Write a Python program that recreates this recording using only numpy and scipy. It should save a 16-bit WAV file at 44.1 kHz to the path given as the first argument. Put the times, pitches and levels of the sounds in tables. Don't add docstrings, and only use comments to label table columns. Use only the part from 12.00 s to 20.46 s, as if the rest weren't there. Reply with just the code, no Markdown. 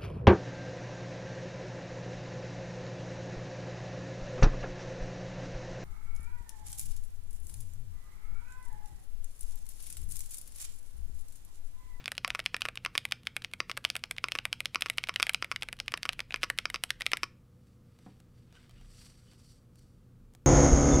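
import sys
import numpy as np
from scipy import signal
from scipy.fft import rfft, irfft, next_fast_len
from scipy.io import wavfile
from scipy.ndimage import uniform_filter1d

SR = 44100
rng = np.random.default_rng(int(sys.argv[2]) if len(sys.argv) > 2 else 0)


def wav_out(sig):
    wavfile.write(sys.argv[1], SR, np.round(np.clip(np.atleast_2d(sig).T, -1, 1) * 32767).astype(np.int16))


N = 373086
TIME = np.arange(N) / SR
CUTOFF_HZ = 16000
SIZE = 4096
AGE = np.arange(SIZE) / SR
HZ = np.maximum(np.arange(SIZE // 2 + 1) * SR / SIZE, 1)

# time in seconds, relative level in dB, cap pitch in Hz, plate in dB,
# brightness in dB.
PRESSES = [(0.0583, -1, 2280, 0, 8), (0.1797, 3.5, 2650, 1, 4), (0.3038, 7, 2330, 2.5, -1),
           (0.4006, 0.0, 2550, -5, 1), (0.4611, 10.5, 2440, -3, -0.5), (0.619, 8, 2680, -1, -1),
           (0.774, 1.5, 2570, -4.5, -5.5), (0.9784, 14, 2660, -6.5, 0), (1.122, 11.5, 2360, -2.5, -1),
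           (1.2706, 8.5, 2450, -3.5, -4.5), (1.4466, 3, 2360, -5, 0.5), (1.7146, 1, 2420, 4, 7),
           (1.85, 14, 2720, 1, -2.5), (1.9015, 2.5, 2480, -1.5, 10), (2.0386, 2, 2410, 5, 6),
           (2.183, 4.0, 2380, -9, -9), (2.3202, 6.5, 2640, -2, 2.5), (2.3875, 7.5, 2570, 2.5, -4),
           (2.5288, 8.5, 2610, -4, 3), (2.6568, 7, 2500, -4, 4), (2.8217, 11.0, 2450, -3.5, 0),
           (2.983, 12, 2470, -2, -3.5), (3.0389, 5, 2300, -6, -0.5), (3.1603, 11.5, 2400, -11, -4.5),
           (3.2279, 15.5, 2620, 3, 1), (3.3457, 11.5, 2410, -1.5, 1.5), (3.5611, 4, 2000, -18, 1.5),
           (3.6231, 4, 2560, 0.5, 2), (3.801, 2.0, 2400, 3, 9), (3.881, 6.0, 2350, -6, -2),
           (4.0312, 1.5, 2180, -2, 8), (4.0914, 11.0, 2620, 2.5, -3.5), (4.2041, 2, 2250, 1.5, 5),
           (4.3235, -3, 2820, 1.5, -6), (4.4325, 11.0, 2500, 4.5, -4), (4.5872, 11.0, 2450, -2, 0.5),
           (4.7592, 1.5, 2530, -0.5, 1.5), (4.9052, 9, 1950, -6, 5), (5.0194, 1.5, 2290, 0.5, 6),
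           (5.0648, 12.0, 2440, -5.5, -0.5)]
RELEASES = [(0.0794, 5.5, 2390, 1, -4.5), (0.1184, 3.0, 1970, -1, 4), (0.2778, -2, 2590, 8, 7),
            (0.3928, 4, 2110, 8, 0), (0.5656, 1.5, 2060, -13, -1), (0.6865, 4.0, 2360, 5, -2.5),
            (0.8495, 7.5, 2400, -4.5, -6), (1.0527, 7, 2270, -0.5, -0.5), (1.3657, 8.5, 2270, -2, -3),
            (1.5362, 1.5, 2280, -2.5, 1), (1.7746, 1, 2310, 12.5, 6), (1.9543, 5, 2400, 3, -2),
            (1.9652, 1.5, 2200, -2, 7.5), (2.1109, 5, 2250, 0, 4.5), (2.285, 2, 2260, -5, -3.5),
            (2.4535, 9.0, 2320, 5, -0.5), (2.6046, 6.5, 2370, -6, -1.5), (2.7467, 5.5, 2300, -3, 0),
            (2.8995, 10.5, 2190, -4.5, 0.5), (3.0877, 2.5, 2260, 4, -1), (3.2679, 6.0, 2150, -8, -3),
            (3.2943, 12.5, 2340, -0.5, -1.5), (3.4452, 3.5, 2290, -1, -4), (3.6316, -0.5, 2370, 5, 3),
            (3.687, 1.5, 2080, -6, -4.5), (3.7284, 2.0, 2300, -2, 1), (3.9207, -3.5, 2110, 1, 5),
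            (3.975, -1.5, 2170, -7, -0.5), (4.1928, 3.5, 2420, 5, -5), (4.3072, -1, 2420, -3, -16.5),
            (4.36, 0.5, 2340, -8, -3), (4.5009, 11, 1890, 2, -1.5), (4.701, 2, 2160, -4, 1),
            (4.8375, 8.5, 2580, 4, 7.5), (5.0085, 2.5, 1950, -2, -2), (5.1176, 5, 2260, -4, 0.5),
            (5.171, 2, 2110, -8, 2)]
# time in seconds, relative level in dB, clack in dB.
BAR_UP = [(.3496, 6.5, -3), (0.6535, 7.5, -6), (0.953, 6, -2.5), (1.6969, 2, -2), (2.3528, 6.5, -4),
          (2.8603, 4, -2), (3.1995, 8, -0.5), (3.5155, 7.5, 0.5), (4.0539, 4.5, -3), (4.4379, 7.5, 5),
          (4.7437, 5, 7), (5.2329, 9.5, 5.5)]


def from_db(db):
    return 10 ** (np.asarray(db) / 20)


def rms_one(x):
    return x / np.sqrt(np.mean(x ** 2) + 1e-20)


def at_hz(points, hz):
    points = np.array(points)
    return np.interp(np.log(hz), np.log(points[:, 0]), points[:, 1])


def band(x, low_hz, high_hz):
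    edges_hz = [low_hz, min(high_hz, SR / 2 - 1)]
    return signal.sosfilt(signal.butter(2, edges_hz, "band", fs=SR, output="sos"), x)


def add(track, s, sound):
    start = max(round(s * SR), 0)
    track[start:start + len(sound)] += sound[:len(track) - start]


def noise(spectrum):
    size = next_fast_len(N)
    hz = np.maximum(np.arange(size // 2 + 1) * SR / size, 1)
    white = rfft(rng.standard_normal(size))
    return rms_one(irfft(white * from_db(at_hz(spectrum, hz)), size)[:N])


def resonances(modes):
    hz, width_hz, db = np.transpose(modes)[:, :, None]
    detune = (HZ / hz - hz / HZ) * hz / width_hz
    return np.sqrt(np.sum((from_db(db) / (1 + detune ** 2)) ** 2, axis=0))


def struck(magnitude):
    cepstrum = irfft(np.log(magnitude + 1e-7))
    cepstrum[1:SIZE // 2] *= 2
    cepstrum[SIZE // 2 + 1:] = 0
    return irfft(np.exp(rfft(cepstrum)))


def coloured(modes, thump_db, plate_db, clack_db, tick_db):
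    registers_hz = [600, 1300, 2400, 5000, 9000]
    colour = list(zip(registers_hz, [thump_db, plate_db, 0, clack_db, tick_db]))
    return [(hz, width_hz, db + at_hz(colour, hz)) for hz, width_hz, db in modes]


def stroke(modes, chatter_db, chatter_s, rattle_db, rattle_t60, low_t60, split_hz,
           notches=(), flex_hz=7000):
    body = resonances(modes)
    for hz, width_hz, db in notches:
        body = body * from_db(db / (1 + (2 * (HZ - hz) / width_hz) ** 2))
    white = rng.standard_normal((2, SIZE))
    chatter = white[0] * AGE * np.exp(-AGE / chatter_s)
    chatter *= from_db(chatter_db) / np.linalg.norm(chatter)
    low = signal.sosfilt(signal.butter(4, split_hz, fs=SR, output="sos"), white[1])
    high = signal.sosfilt(signal.butter(2, split_hz, "high", fs=SR, output="sos"), white[1])
    rattle = high * from_db(-60 * AGE / rattle_t60) + low * from_db(-60 * AGE / low_t60)
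    rattle *= from_db(rattle_db) / np.linalg.norm(rattle)
    contact = 1 + rfft(chatter + rattle)
    spread = np.sqrt(uniform_filter1d(np.abs(contact) ** 2, size=110))
    flex = (flex_hz - 1j * HZ) / (flex_hz + 1j * HZ)
    fade = np.linspace(1, 0, SIZE) ** 2
    return irfft(rfft(struck(body / spread)) * contact * flex) * fade


def room(x, build_s=0.003):
    # band centre in Hz, level in dB, t60 in seconds.
    tail_bands = [(250, -11.5, 0.18), (715, -15, 0.1), (1513, -22, 0.31), (3037, -24.5, 0.32),
                  (6000, -23.5, 0.23), (11915, -23.5, .15)]
    # delay in seconds, level in dB.
    reflections = [(.0024, -27.5), (.0096, -34), (0.0109, -31.5), (0.0124, -35)]
    age = TIME[:SR // 2]
    response = np.zeros(len(age))
    centres_hz = np.array(tail_bands)[:, 0]
    edges_hz = [120, *np.sqrt(centres_hz[1:] * centres_hz[:-1]), CUTOFF_HZ]
    for (_, db, t60), low_hz, high_hz in zip(tail_bands, edges_hz, edges_hz[1:]):
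        decay = from_db(-60 * age / t60) * (1 - np.exp(-(age / build_s) ** 2))
        diffuse = band(rng.standard_normal(len(age)), low_hz, high_hz)
        response += from_db(db) * diffuse * decay / np.linalg.norm(decay)
    for delay_s, db in reflections:
        add(response, delay_s, from_db([db]))
    return signal.oaconvolve(x, response)[:N]


def background(air_db=-62):
    # frequency in Hz, relative density in dB per Hz.
    air_spectrum = [(20, -6.5), (60, -10), (125, 1), (180, -5.5), (300, -11.5), (420, -18), (500, -17.5),
                    (700, -27), (1000, -29), (1200, -24.5), (1700, -33), (4000, -37.5), (15500, -42.5),
                    (16500, -63)]
    # frequency in Hz, level in dB rms, line width in Hz.
    tones = [(67.4, -69, 5), (90.2, -67, 2.5), (122.1, -63.5, .5), (181.3, -72, 2), (236.5, -73, 1.5),
             (486, -78, 42)]
    out = from_db(air_db) * noise(air_spectrum)
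    for hz, db, width_hz in tones:
        wander = np.cumsum(rng.standard_normal(N)) * np.sqrt(2 * np.pi * abs(width_hz) / SR)
        phase = 2 * np.pi * hz * TIME + uniform_filter1d(wander, size=800)
        out += from_db(db) * np.sqrt(2) * np.sin(phase)
    return out


def earlier_typing(level_db=-56, t60=0.22):
    colour = [(200, -17), (900, -0.5), (2400, 1), (5000, -9), (7000, -18), (11000, -21), (16000, -32.5)]
    return from_db(level_db - 60 * TIME / t60) * noise(colour)


def desk():
    # time in seconds, level in dB rms.
    sway_level = [(0.0, -72), (0.35, -56), (1.3, -67), (3.6, -63), (4.6, -58.5), (5.1, -59), (5.55, -76.5),
                  (6.45, -69), (6.85, -55.5), (7.35, -64)]
    # frequency in Hz, relative density in dB per Hz.
    sway_spectrum = [(15, -23.5), (26, -12.5), (33, -1), (40, -9.5), (52, -12), (80, -33.5), (200, -90)]
    s, db = np.transpose(sway_level)
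    return from_db(np.interp(TIME, s, db)) * noise(sway_spectrum)


def bar_contacts():
    # time in seconds, relative level in dB, clack in dB.
    bar_down = [(.2473, 11.5, -2), (0.5443, 10, -4), (0.8613, 8, -1), (1.6033, 10.5, 1.5),
                (2.2414, 11.5, -0.5), (2.7574, 10.5, 1), (3.0937, 9.5, -4), (3.4251, 8.5, 0),
                (3.9398, 10.5, -1), (4.3425, 10, -1), (4.6554, 9, 2.5), (5.134, 15, 1.5)]
    # thump, plate, clack, tick, all in dB.
    down_colour_db = (-0.5, -0.5, -2, -4.5)
    up_colour_db = (0, 0, -4.5, 3.5)
    bounce_s, bounce_db = 0.0063, -8
    landings = [(s, db, clack_db, down_colour_db) for s, db, clack_db in bar_down]
    returns = [(s, db, clack_db, up_colour_db) for s, db, clack_db in BAR_UP]
    bounces = [(s + bounce_s, db + bounce_db, clack_db, colour) for s, db, clack_db, colour in returns]
    return landings + returns + bounces


def swelling_grain(level_db=-66, swell_s=0.012, grain_db=-0.5):
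    swells = np.zeros(N)
    for s, db, *_ in [*PRESSES, *RELEASES, *bar_contacts()]:
        add(swells, s - SIZE / SR, from_db(0.5 * db) * np.exp(-AGE[::-1] / swell_s))
    grain = from_db(grain_db * rms_one(band(rng.standard_normal(N), 20, 400)))
    colour = [(200, -34.5), (700, -2.5), (2400, 0.5), (4500, -3.0), (7000, -9.5), (10000, -7), (16000, -22.0)]
    return from_db(level_db) * swells * rms_one(grain * noise(colour))


def fingertips(brush_db=-24, lead_s=0.009, graze_db=-27, grazes_per_s=5):
    # time in seconds,
    # level in dB, tick in dB.
    touches = [(.042, -17, -6), (.152, -18, -2), (.454, -22, 2), (.6085, -10.5, 0), (.7558, -11.5, 2.5),
               (1.1115, -9.5, -1), (1.4205, -12, -8), (1.769, -7.5, -13.5), (1.8423, -9, -4),
               (2.1653, -16, -11), (2.8091, -6.5, 6), (2.8853, -15, -10), (2.9744, -16, 7),
               (3.0717, -11, -11), (3.1403, -12, -6), (3.2213, -13, 2), (3.3342, -14, 8), (3.789, -15, -9),
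               (4.1255, -15, -4), (4.1313, -8, -1), (4.42, -16, -15), (4.429, -26, 14), (4.577, -16.5, 2),
               (4.897, -29, -4), (5.002, -18, 1), (5.058, -16.5, -2)]
    out = np.zeros(N)
    brushes = []
    for (s, *_), (chance, early) in zip(PRESSES, rng.random((len(PRESSES), 2))):
        if chance < 0.5:
            brushes.append((s - lead_s * (0.5 + early), brush_db, 0))
    typing_s = BAR_UP[-1][0]
    grazes = [(when * typing_s, graze_db, 0) for when in rng.random(round(grazes_per_s * typing_s))]
    for s, db, tick_db in list(touches) + brushes + grazes:
        modes = [(1303, 1200, -3.5), (3030, 2500, 0), (9510, 4000, tick_db - 9.5)]
        touch = stroke(modes, chatter_db=2.5, chatter_s=0.00042, rattle_db=1, rattle_t60=0.02,
                       low_t60=0.02, split_hz=2000)
        add(out, s, from_db(db) * touch)
    return out


def keys(strokes, colour_db, hardening, cap_width_hz, level_db, chatter_db, rattle_db,
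         case_db=-24, loose_db=1.0, scatter_db=1.0, usual_db=7.5):
    # frequency in Hz, width in Hz, level in dB.
    key_modes = [(635.6, 420, -12), (1480, 1000, -11.5), (3293, 1400, -6.5), (4929.0, 1600, -13),
                 (8670, 3000, -20.5), (11270, 1200, -22.5)]
    out = np.zeros(N)
    shared = key_modes + [(330, 180, case_db)]
    for s, db, cap_hz, plate_db, bright_db in strokes:
        thump_db, tick_db = np.array(hardening) * (db - usual_db)
        own_db = [thump_db + plate_db / 2, plate_db, bright_db, bright_db + tick_db]
        colour = np.add(colour_db, own_db)
        modes = [(hz, width_hz, mode_db + scatter_db * rng.standard_normal())
                 for hz, width_hz, mode_db in coloured(shared, *colour)]
        modes.append((cap_hz, cap_width_hz, 0))
        loose = loose_db * rng.standard_normal()
        clack = stroke(modes, chatter_db=chatter_db + loose, chatter_s=0.00028,
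                       rattle_db=rattle_db + loose, rattle_t60=0.0115, low_t60=0.032, split_hz=1545)
        add(out, s, from_db(db + level_db) * clack)
    return out


def letter_keys(release_room_db=-1.0, count=3):
    # thump, plate, clack, tick, all in dB.
    press_colour_db = (-3, 3.4, 2.5, -1.5)
    release_colour_db = (-1.16, 2, -4.5, 5)
    press_width_hz, release_width_hz = 1144, 860
    press_hardening, release_hardening = (-0.19, 0.54), (-0.45, 0.18)  # thump, tick (dB per dB)
    out = np.zeros(N)
    for place in range(count):
        down = keys(PRESSES[place::count], press_colour_db, press_hardening, press_width_hz,
                    level_db=0.4, chatter_db=-3.5, rattle_db=-5.5)
        up = keys(RELEASES[place::count], release_colour_db, release_hardening, release_width_hz,
                  level_db=1.03, chatter_db=-2, rattle_db=-2)
        out += down + up + room(down + from_db(release_room_db) * up)
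    return out


def space_bar(level_db=0.5, wire_hz=5325, wire_db=-54, wire_t60=0.043):
    # frequency in Hz, width in Hz, level in dB.
    bar_modes = [(353.0, 284.0, -13), (545, 300, -12), (1150, 570, -1), (1445, 390, -0.5),
                 (1754.0, 202.0, -4), (2351.0, 1000, -0.5), (3119.0, 320, -10.0), (3852.0, 1100, -14),
                 (4763, 570, -5), (5316, 220, -1.5), (5940, 660, -11.5), (8113.0, 3200, -23),
                 (11826.0, 1547.0, -34)]
    # frequency in Hz, width in Hz, depth in dB.
    bar_notches = [(860, 140, -10.5), (1576, 130, -9.5), (1900, 170, -1), (4370, 300, -3.5),
                   (7300, 700, -5)]
    out = np.zeros(N)
    wire = from_db(wire_db - 60 * AGE / wire_t60) * np.sin(2 * np.pi * wire_hz * AGE)
    for s, db, own_clack_db, (thump_db, plate_db, clack_db, tick_db) in bar_contacts():
        clack_sum_db = clack_db + own_clack_db
        modes = coloured(bar_modes, thump_db, plate_db, clack_sum_db, tick_db)
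        thock = stroke(modes, chatter_db=-6.0, chatter_s=0.00055, rattle_db=-12.0, rattle_t60=0.021,
                       low_t60=0.033, split_hz=1600, notches=bar_notches)
        add(out, s, from_db(db + level_db) * (thock + from_db(clack_sum_db) * wire))
    return out


def hands(grain_db=2.0, waver_db=1.5, skin_grain_db=1.0, roundness=1.1, slips_per_s=4000):
    # fastest moment
    # in seconds, rise in seconds, fall in seconds, palm rubbing in dB, skin sliding in dB.
    moves = [(5.7, .11, .08, -84, -81.5), (6.06, 0.12, 0.13, -72.5, -75), (6.38, .05, 0.087, -76, -78),
             (6.56, 0.045, 0.18, -65.5, -72), (6.78, 0.059, 0.11, -69, -80),
             (7.03, 0.12, 0.094, -66.5, -58.5), (7.31, 0.23, 0.12, -72.5, -71.5),
             (7.51, 0.15, 0.058, -77, -65), (7.78, .025, 0.11, -81.5, -71)]
    # frequency in Hz, width in Hz, level in dB.
    rub_modes = [(684, 180, -1), (1453, 1700, 1), (2180, 2600, -3.5), (2820, 1900, 0), (3600, 520, -0.5),
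                 (5460, 2700, -22)]
    # frequency in Hz, relative density in dB per Hz.
    slide_spectrum = [(1760, -49), (3000, -8.5), (3260, -12), (4080, -9), (4570, 2), (5180, -7.5),
                      (5800, -1.5), (6390, -13), (7940, -4.5), (14000, -22), (16000, -34)]
    rub, slide = np.zeros((2, N))
    for s, rise_s, fall_s, palm_db, skin_db in moves:
        speed = np.exp(-np.abs((TIME - s) / np.where(TIME < s, rise_s, fall_s)) ** roundness)
        rub = np.hypot(rub, from_db(palm_db) * speed)
        slide = np.hypot(slide, from_db(skin_db) * speed)
    grip = rms_one(band(rng.standard_normal(N), 8.2, 34))
    slips = (rng.random(N) < slips_per_s / SR) * rng.standard_normal(N) * from_db(grain_db * grip)
    ringing = rms_one(signal.fftconvolve(slips, struck(resonances(rub_modes)))[:N])
    ridges = rms_one(from_db(skin_grain_db * rms_one(band(rng.standard_normal(N), 60, 700))))
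    hiss = from_db(waver_db * grip) * ridges * noise(slide_spectrum)
    return rub * ringing + slide * hiss


def taps(level_db=14):
    # time in seconds, relative level in dB, treble in dB.
    case_taps = [(5.67, -53.5, -17), (5.989, -44, -17.5), (6.202, -43, -9.5), (6.526, -42, -26),
                 (6.695, -41.5, -16), (6.71, -43, -19), (6.812, -44, -22), (7.334, -45, -16),
                 (7.757, -48.5, -2.5), (7.792, -55, 3), (8.337, -49.5, -2), (8.35, -37.5, -7.5)]
    out = np.zeros(N)
    for s, db, treble_db in case_taps:
        modes = [(680, 300, 3), (1290, 1500, -4.5), (3020, 7100, -6), (8100, 6700, treble_db)]
        touch = stroke(modes, chatter_db=0, chatter_s=0.0005, rattle_db=-2, rattle_t60=0.02,
                       low_t60=0.04, split_hz=2000)
        add(out, s, from_db(db + level_db) * touch)
    return out


def bumps(scuff_db=-6, scuff_t60=0.074):
    # time in seconds, level in dB.
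    case_bumps = [(6.0636, -48)]
    # frequency in Hz, relative level in dB, t60 in seconds.
    desk_modes = [(212, 2, 0.064), (290, -1.5, 0.052), (427, -4.5, 0.023), (494, -7, 0.035),
                  (743, -9, 0.042), (945, -9.5, 0.035), (1130, -17, .035), (1770, -22, 0.045)]
    out = np.zeros(N)
    thud = sum(from_db(db - 60 * AGE / t60) * np.sin(2 * np.pi * hz * AGE) for hz, db, t60 in desk_modes)
    scuff_noise = rms_one(band(rng.standard_normal(SIZE), 170, 970))
    scuff = from_db(scuff_db - 60 * AGE / scuff_t60) * scuff_noise
    for s, db in case_bumps:
        add(out, s, from_db(db) * (thud + scuff))
    return out


def squeaks(width_hz=220):
    # centre time in seconds, length in seconds, pitch in Hz, level in dB.
    skin_squeaks = [(6.57, 0.045, 1500, -64.5), (6.57, .04, 2950, -69), (6.7, 0.017, 3120, -69),
                    (6.79, .04, 2850, -71), (7.31, .1, 3000, -74)]
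    out = np.zeros(N)
    for s, length_s, hz, db in skin_squeaks:
        white = rfft(rng.standard_normal(SIZE))
        ring = rms_one(irfft(white * resonances([(hz, width_hz, 0)])))
        swell = np.exp(-(2 * (AGE - AGE.mean()) / length_s) ** 2)
        add(out, s - AGE.mean(), from_db(db) * swell * ring)
    return out


def scene(thud_room_db=15, bar_room_db=1.0):
    bar, thud = space_bar(), bumps()
    handling = fingertips() + swelling_grain() + taps() + hands() + squeaks()
    to_room = handling + from_db(bar_room_db) * bar + from_db(thud_room_db) * thud
    tails = room(to_room) + earlier_typing()
    mono = letter_keys() + bar + handling + thud + tails + desk() + background()
    return np.array([mono, mono])


def record(dry):
    return signal.sosfilt(signal.ellip(10, 0.1, 80, CUTOFF_HZ, fs=SR, output="sos"), dry)


dry = scene()
out = record(dry)
wav_out(out)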